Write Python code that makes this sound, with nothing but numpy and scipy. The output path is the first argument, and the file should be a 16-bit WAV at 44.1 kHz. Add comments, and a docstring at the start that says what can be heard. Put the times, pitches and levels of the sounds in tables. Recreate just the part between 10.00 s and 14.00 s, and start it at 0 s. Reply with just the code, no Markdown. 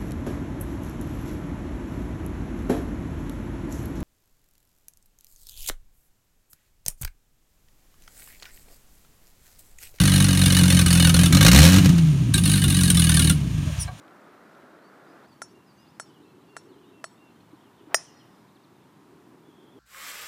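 """A bare four-cylinder petrol engine idles raggedly on a lawn, close by, over a low outdoor rumble.
Every stroke thumps in the intake; firings crack, ring and whistle out of the unsilenced exhaust,
and some strokes misfire. At 1.3 s the throttle opens for one roaring rev, then the engine coasts.
It catches again at 2.3 s, loses its fire at 3.3 s and stalls. As it stops, a belt chirps and the
engine rocks back with a clunk."""
import sys
import numpy as np
from scipy import signal
from scipy.fft import rfft, irfft, next_fast_len
from scipy.io import wavfile

SR = 44100
rng = np.random.default_rng(int(sys.argv[2]) if len(sys.argv) > 2 else 0)


def wav_record(signal):
    """Record a signal, one row per channel, as 16-bit PCM in the file named by sys.argv[1]."""
    frames = np.transpose(np.atleast_2d(signal))
    bounded = np.clip(frames, -1, 1)
    # unit amplitude maps onto the largest positive 16-bit level
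    quanta = np.round(bounded * 32767).astype(np.int16)
    wavfile.write(sys.argv[1], SR, quanta)


N = 176400
PUFF_FALL_S, SECOND_PUFF_S, SECOND_PUFF_DB = 0.005, .0125, -9.5  # exhaust puff and its weaker repeat


# Engine tempo: idle, rev, run-down (time [s], rate [strokes/s])
STROKE_RATE = [(0.0, 48.8), (0.45, 45.97), (0.8, 44.04), (1.08, 41.77), (1.3, 44.0), (1.42, 51.34),
               (1.53, 63.69), (1.7, 91.6), (1.79, 96.27), (1.9, 89.0), (2.05, 78.12), (2.32, 52.99),
               (2.55, 49.27), (2.8, 45.41), (3.15, 38.96), (3.33, 38.93), (3.5, 28.5), (3.8, 14.0)]
# Drive of the firings (time [s], level [dB])
FIRING_LEVEL = [(0, -0.5), (1.05, 0), (1.28, 2.5), (1.35, 4.5), (1.45, 6), (1.53, 4.5), (1.6, 4.5),
                (1.68, 0.5), (1.78, -9), (1.83, -20.5), (1.95, -25), (2.06, -29), (2.32, -47), (2.345, -7),
                (2.9, -1), (3.3, -3.5), (3.325, -25), (3.5, -44)]
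# Accents: extra hard firings (time [s], level [dB])
ACCENTS = [(.077, 1.5), (.202, 3), (.459, 4.5), (.525, 3), (.57, 5.5), (.592, 2), (.701, 4.5), (.791, 4),
           (.86, 3.5), (.93, 5), (1.001, 3.5), (1.143, 4), (1.327, 3.5), (1.41, 6), (1.516, 5.5),
           (1.591, 8), (1.85, -7), (1.861, -3.5), (1.895, -7), (1.99, -10), (2.341, 1), (2.436, -5),
           (2.518, -1.5), (2.638, -0.5), (2.834, 0), (2.9, 3.5), (2.971, -1.5), (2.995, 0), (3.118, -3.5),
           (3.169, -1), (3.194, 3), (3.297, 1)]
# Dropped beats: strokes that fail to fire (time [s])
MISFIRE_TIMES = [.838, 1.12, 1.283, 1.305, 1.391, 1.5, 2.398, 2.417, 2.66, 2.923]
def strokes(start_phase=.23, failing_db=-10, misfire_db=-17.5):
    """The engine's rhythm: stroke times and firing levels in dB; weak firings are more uneven."""
    count = start_phase + np.cumsum(curve(STROKE_RATE)) / SR
    times = np.interp(np.arange(1, int(count[-1]) + 1), count, np.arange(N) / SR)
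    power = curve(FIRING_LEVEL, times)
    scatter_db = 1.9 + 3 * np.clip(power / failing_db, 0, 1)
    db = power + scatter_db * rng.standard_normal(len(times))
    for s, accent_db in ACCENTS:
        db[np.argmin(abs(times - s))] = accent_db
    for s in MISFIRE_TIMES:
        db[np.argmin(abs(times - s))] += misfire_db
    return np.r_[0, times], np.r_[db[0], db]


# Throttle, the crossfade from crack to roar (time [s], opening [0-1])
THROTTLE_OPENING = [(1.28, 0.43), (1.34, 0.7), (1.42, 0.69), (1.52, 0.9), (1.6, 0.78), (1.8, 0.93),
                    (2.05, 0.67), (2.33, 0.04)]
# EQ of the bright closed-throttle crack (frequency [Hz], level [dB])
CRACK_EQ = [(260, -45), (450, -10), (538, -6), (589, -29), (684, -8), (794, -12.5), (868, -6), (993, -15),
            (1150, -8), (1420, -33.5), (1560, -12), (1830, -15), (1980, -38), (2130, -7.5), (2910, 0),
            (3330, -3), (3700, -2.5), (5220, -6.5), (6240, -7), (7580, -8), (9070, 2), (9630, 7.5),
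            (10500, -4), (14600, -13.5), (16000, -19)]
# EQ of the broad open-throttle roar (frequency [Hz], level [dB])
ROAR_EQ = [(240, -32), (400, -10), (536, 0.5), (588, -6), (979, -8.5), (1600, -4), (2020, -5.5), (2930, -4),
           (3420, -10), (4180, -3), (4880, -13), (5520, -5.5), (9760, -13), (15300, -17.5), (16000, -37)]
def exhaust(times, db, crack_db=-21.5, roar_db=-17, rise_s=0.0014, lead_s=0.0031, jitter_s=0.00078):
    """A crack of gas per firing with a weaker second puff; an open throttle turns it into a roar."""
    t = np.arange(SR // 10) / SR
    onsets = times - lead_s + jitter_s * rng.standard_normal(len(times))
    opening = curve(THROTTLE_OPENING, times)
    tail = amp(-14.5) * burst(t, rise_s, 0.035)
    crack = retrigger(puffs(t, rise_s, PUFF_FALL_S) + tail, onsets, amp(db + crack_db) * (1 - opening))
    roar = retrigger(burst(t, rise_s, 0.0061), onsets, amp(db + roar_db) * opening)
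    return crack * noise(CRACK_EQ) + roar * noise(ROAR_EQ)


# Ringing modes of the exhaust ports (frequency [Hz], level [dB], decay [s])
PORT_MODES = [(1200, -34, .011), (1580, -27, .012), (1820, -31, .01), (2200, -31, .009), (2880, -26, .008),
              (3680, -22, .006), (4150, -23, .007), (4600, -28, .006), (6200, -26, .005)]
# Each cylinder's own voice (pitch [ratio], level [dB])
CYLINDER_VOICES = [(1.0, 0), (.95, -3), (1.03, -0.5), (1.06, -4)]
def ports(times, db, throttle_db=-6, rise_s=0.0015, spread=0.0363, sag=0.045, rough=.04, scatter_db=4.5):
    """Each firing rings its cylinder's ports, slightly detuned; the pitch sags as the pressure falls."""
    out, t = np.zeros(N), np.arange(SR // 20) / SR
    hz, mode_db, decays = np.transpose(PORT_MODES)
    envelopes = np.array([burst(t, rise_s, decay) for decay in decays])
    bend = 1 + sag * (np.exp(-t / PUFF_FALL_S) - .5)
    levels = db + throttle_db * curve(THROTTLE_OPENING, times)
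    for k, (s, level) in enumerate(zip(times, levels)):
        tuning, cylinder_db = CYLINDER_VOICES[k % len(CYLINDER_VOICES)]
        detune, scatter = rng.standard_normal((2, len(hz)))
        pitch = np.outer(tuning * hz * (1 + spread * detune), bend)
        phase = np.cumsum(2 * np.pi * pitch / SR + rough * rng.standard_normal(pitch.shape), axis=1)
        gains = amp(level + cylinder_db + mode_db + scatter_db * np.minimum(scatter, 1))
        add(out, s, gains @ (envelopes * np.sin(phase)))
    return out


# Centre pitch of the valve whistle (time [s], pitch [Hz])
WHISTLE_PITCH = [(0, 9770), (1.1, 9410), (2.5, 9130), (3.3, 9380)]
def whistle(times, db, rough=0.18, spread=.042, sag=.1, scatter_db=2.5, lead_s=.0005):
    """Gas squeals through each opening exhaust valve, most on hard firings at a closed throttle."""
    out, t = np.zeros(N), np.arange(SR // 30) / SR
    envelope = puffs(t, rise_s=0.0021, fall_s=.003)
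    bend = sag * (np.exp(-t / PUFF_FALL_S) - .5)
    levels = -16.5 + 1.4 * db - 22 * curve(THROTTLE_OPENING, times)
    for s, level, hz in zip(times, levels, curve(WHISTLE_PITCH, times)):
        pitch = hz * (1 + spread * rng.standard_normal() + bend)
        phase = np.cumsum(2 * np.pi * pitch / SR + rough * rng.standard_normal(len(t)))
        add(out, s - lead_s, amp(level + scatter_db * rng.standard_normal()) * envelope * np.sin(phase))
    return out


# Weight of the intake suction (time [s], level [dB])
SUCTION_LEVEL = [(0, -0.5), (1.28, 0), (1.45, 2.5), (1.6, 2), (1.7, -3.5), (1.8, 2.5), (2.05, -5),
                 (2.3, -2.5), (2.6, -2), (3.3, -0.5), (3.36, -5.5), (3.6, 1.5), (3.7, 2), (3.745, -3),
                 (3.79, 7), (3.85, -0.5), (3.9, -22)]
# EQ of a fired stroke's deep boom (frequency [Hz], gain [dB])
FIRED_EQ = [(20, -14), (45, -12), (70, 4), (90, 2), (125, -2), (170, 8), (195, 2), (230, -15.5), (280, -3),
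            (330, -15), (420, -27.5), (800, -58), (2000, -96)]
# EQ of a coasting stroke's lighter thump (frequency [Hz], gain [dB])
COASTING_EQ = [(20, -66), (50, -6), (80, 1.5), (120, 1.5), (160, 10.5), (195, -11), (230, -14.5),
               (285, -11), (340, -18.5), (420, -45), (800, -24), (2000, -101)]
def intake(times, db, fired_above_db=-10, scatter_db=.8, lag_s=0.00611, boom_db=36, coast_db=31):
    """Each stroke gulps at the manifold, softer when slow; fired ones boom deeper, and the air churns."""
    size_scatter, time_scatter = rng.standard_normal((2, len(times)))
    fired = 1 / (1 + amp(2 * (fired_above_db - db)))  # 0 coasting, 1 fired
    sizes = -amp(curve(SUCTION_LEVEL, times) + scatter_db * size_scatter)
    jitter_s = fired * .00025 + (1 - fired) * .0007
    onsets = times + lag_s + jitter_s * time_scatter
    t = np.arange(-SR // 200, SR // 200) / SR
    booms, coasts = np.zeros(N), np.zeros(N)
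    for s, size, share, rate in zip(onsets + t[0], sizes, fired, curve(STROKE_RATE, times)):
        gulp = np.exp(-.5 * (t * rate / 0.031) ** 2)  # about 3% of a stroke wide
        gulp *= size / gulp.sum()
        add(booms, s, share * gulp)
        add(coasts, s, (1 - share) * gulp)
        add(coasts, s + 0.506 / rate, 0.44 * (1 - share) * gulp)  # rebound, half a stroke later
    thumps = amp(boom_db) * colour(booms, FIRED_EQ) + amp(coast_db) * colour(coasts, COASTING_EQ)
    return thumps + churn(onsets)


# EQ of the low manifold turbulence (frequency [Hz], level [dB])
CHURN_EQ = [(20, -35), (60, -15), (110, -7), (170, 0), (215, -7), (280, -7), (350, -17), (450, -28),
            (2000, -70)]
def churn(onsets, level_db=-26, scatter_db=4, idle_rate=33.4):
    """Air churns in the manifold, lumpy from stroke to stroke, and dies away below idle speed."""
    lumps_db = curve(np.c_[onsets, scatter_db * rng.standard_normal(len(onsets))])
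    flow = np.minimum(curve(STROKE_RATE) / idle_rate, 1) ** 3.2
    return amp(level_db + curve(SUCTION_LEVEL) + lumps_db) * flow * noise(CHURN_EQ)


# Belt squeaks at the stall (time [s], length [s], start pitch [Hz], end pitch [Hz], level [dB])
BELT_CHIRPS = [(3.655, 0.063, 630, 520, -40), (3.793, .05, 9650, 8260, -27.5),
               (3.785, 0.063, 5870, 4900, -31.5)]
def belt(rough=.16):
    """The belt chirps downward as the pulleys stop."""
    out = np.zeros(N)
    for s, length, start_hz, end_hz, db in BELT_CHIRPS:
        progress = np.linspace(0, 1, int(length * SR))
        glide = start_hz + (end_hz - start_hz) * progress ** 3
        pitch = glide * (1 + rough * rng.standard_normal(len(glide)))
        add(out, s, amp(db) * np.sin(np.pi * progress) * np.sin(2 * np.pi * np.cumsum(pitch) / SR))
    return out


# Short metallic modes of the clunk (frequency [Hz], level [dB], decay [s])
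CLUNK_MODES = [(730, -3.5, 0.024), (1070, -13, 0.015), (1140, -9, 0.017), (1600, -6, 0.011),
               (2260, -13, 0.0059), (4100, -12, 0.0043)]
def clunk(at_s=3.873, level_db=-33.5, rise_s=0.01, rough=0.069):
    """The stalled block rocks back and rings briefly."""
    out, t = np.zeros(N), np.arange(SR // 10) / SR
    for hz, db, decay in CLUNK_MODES:
        phase = 2 * np.pi * hz * t + rough * np.cumsum(rng.standard_normal(len(t)))
        add(out, at_s, amp(level_db + db) * burst(t, rise_s, decay) * np.sin(phase))
    return out


# Fader ride of the engine's air noise (time [s], level [dB])
AIR_FADER = [(0, -37), (1.3, -35.5), (1.7, -26.5), (2.05, -40.5), (2.3, -43.5), (3.3, -39.5), (3.45, -44.5),
             (3.78, -40.5), (3.85, -44.5), (3.9, -54.5), (4, -49)]
# EQ of that airy hiss (frequency [Hz], level [dB])
AIR_EQ = [(260, -9), (450, -24), (572, -10.5), (635, -4.5), (737, -8.5), (771, -17), (908, -8.5),
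          (1300, -7), (1440, -16), (1560, -6), (1950, -10.5), (2040, -12), (2160, -8.5), (2910, -6),
          (3810, -10), (4910, -15), (5220, -14), (6830, -11), (8170, -21.5), (8930, -11.5), (10500, -25),
          (11300, -21), (16000, -33)]
def air(flutter_db=1.0):
    """Air rushes around the turning engine and flutters at the stroke rate."""
    flutter = flutter_db * np.cos(2 * np.pi * np.cumsum(curve(STROKE_RATE)) / SR)
    return amp(curve(AIR_FADER) + flutter) * noise(AIR_EQ)


# EQ of the outdoor bed (frequency [Hz], level [dB])
RUMBLE_EQ = [(15, -30), (50, -35), (110, 4), (170, -0.5), (250, -13), (400, -23.5), (1000, -22),
             (6000, -47), (16000, -52)]
def rumble(level_db=-43):
    """A low, steady outdoor background."""
    return amp(level_db) * noise(RUMBLE_EQ)


def yard(x, wet_db=-9.5, decay_s=0.0092):
    """Adds a short scatter of reflections from the frame, ground and wall."""
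    t = np.arange(SR // 5) / SR
    tail = rng.standard_normal(len(t)) * burst(t, 0.0015, decay_s)
    return x + amp(wet_db) * signal.fftconvolve(x, tail / np.linalg.norm(tail))[:N]


def amp(db):
    """Decibels to gain."""
    return 10 ** (np.asarray(db) / 20)


def curve(rows, at=None):
    """A control curve at given times, or at every sample."""
    return np.interp(np.arange(N) / SR if at is None else at, *np.transpose(rows))


def colour(x, points):
    """Minimum-phase EQ through (frequency [Hz], gain [dB]) points."""
    m = 2 * next_fast_len(N // 2 + SR // 4)
    hz, db = np.transpose(points)
    gain = amp(np.interp(np.log(np.fft.rfftfreq(m, 1 / SR) + 1), np.log(hz + 1), db))
    cepstrum = irfft(np.log(gain), m)
    cepstrum[1:m // 2] *= 2
    cepstrum[m // 2 + 1:] = 0
    return irfft(rfft(x, m) * np.exp(rfft(cepstrum)), m)[:N]


def noise(points):
    """Coloured noise of rms 1."""
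    x = colour(rng.standard_normal(N), points)
    return x / np.sqrt(np.mean(x ** 2) + 1e-20)


def retrigger(envelope, times, gains):
    """Start the envelope at each time, with its own gain."""
    samples = np.clip(np.round(times * SR), 0, N).astype(int)
    return signal.fftconvolve(np.bincount(samples, gains, N + 1)[:N], envelope)[:N]


def burst(t, rise_s, fall_s):
    """Soft attack and exponential decay, peak 1."""
    t = np.maximum(t, 0)
    shape = (1 - np.exp(-(t / rise_s) ** 2)) * np.exp(-t / fall_s)
    return shape / shape.max()


def puffs(t, rise_s, fall_s):
    """Envelope of an exhaust puff and its weaker repeat."""
    return burst(t, rise_s, fall_s) + amp(SECOND_PUFF_DB) * burst(t - SECOND_PUFF_S, rise_s, fall_s)


def add(track, s, sound):
    """Mix a sound in at s seconds."""
    part = track[max(0, round(s * SR)):][:len(sound)]
    part += sound[:len(part)]


def scene():
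    """Mono mix: the bright layers with reflections, the intake dry, air and rumble underneath."""
    times, db = strokes()
    bright = exhaust(times, db) + ports(times, db) + whistle(times, db) + belt() + clunk()
    return (yard(bright) + intake(times, db) + air() + rumble())[None]


def record(dry, hardness=8, low_cut_hz=33, top_hz=16150):
    """The microphone rounds the highest peaks and keeps nothing outside its band."""
    rounded = dry / (1 + abs(dry) ** hardness) ** (1 / hardness)
    m = next_fast_len(N + SR // 2)
    hz = np.fft.rfftfreq(m, 1 / SR)
    low_cut = 1 - 1 / (1 + (hz / low_cut_hz) ** 10)
    return irfft(rfft(rounded, m) * low_cut * (hz < top_hz), m)[..., :N]


dry = scene()
out = record(dry)
wav_record(out)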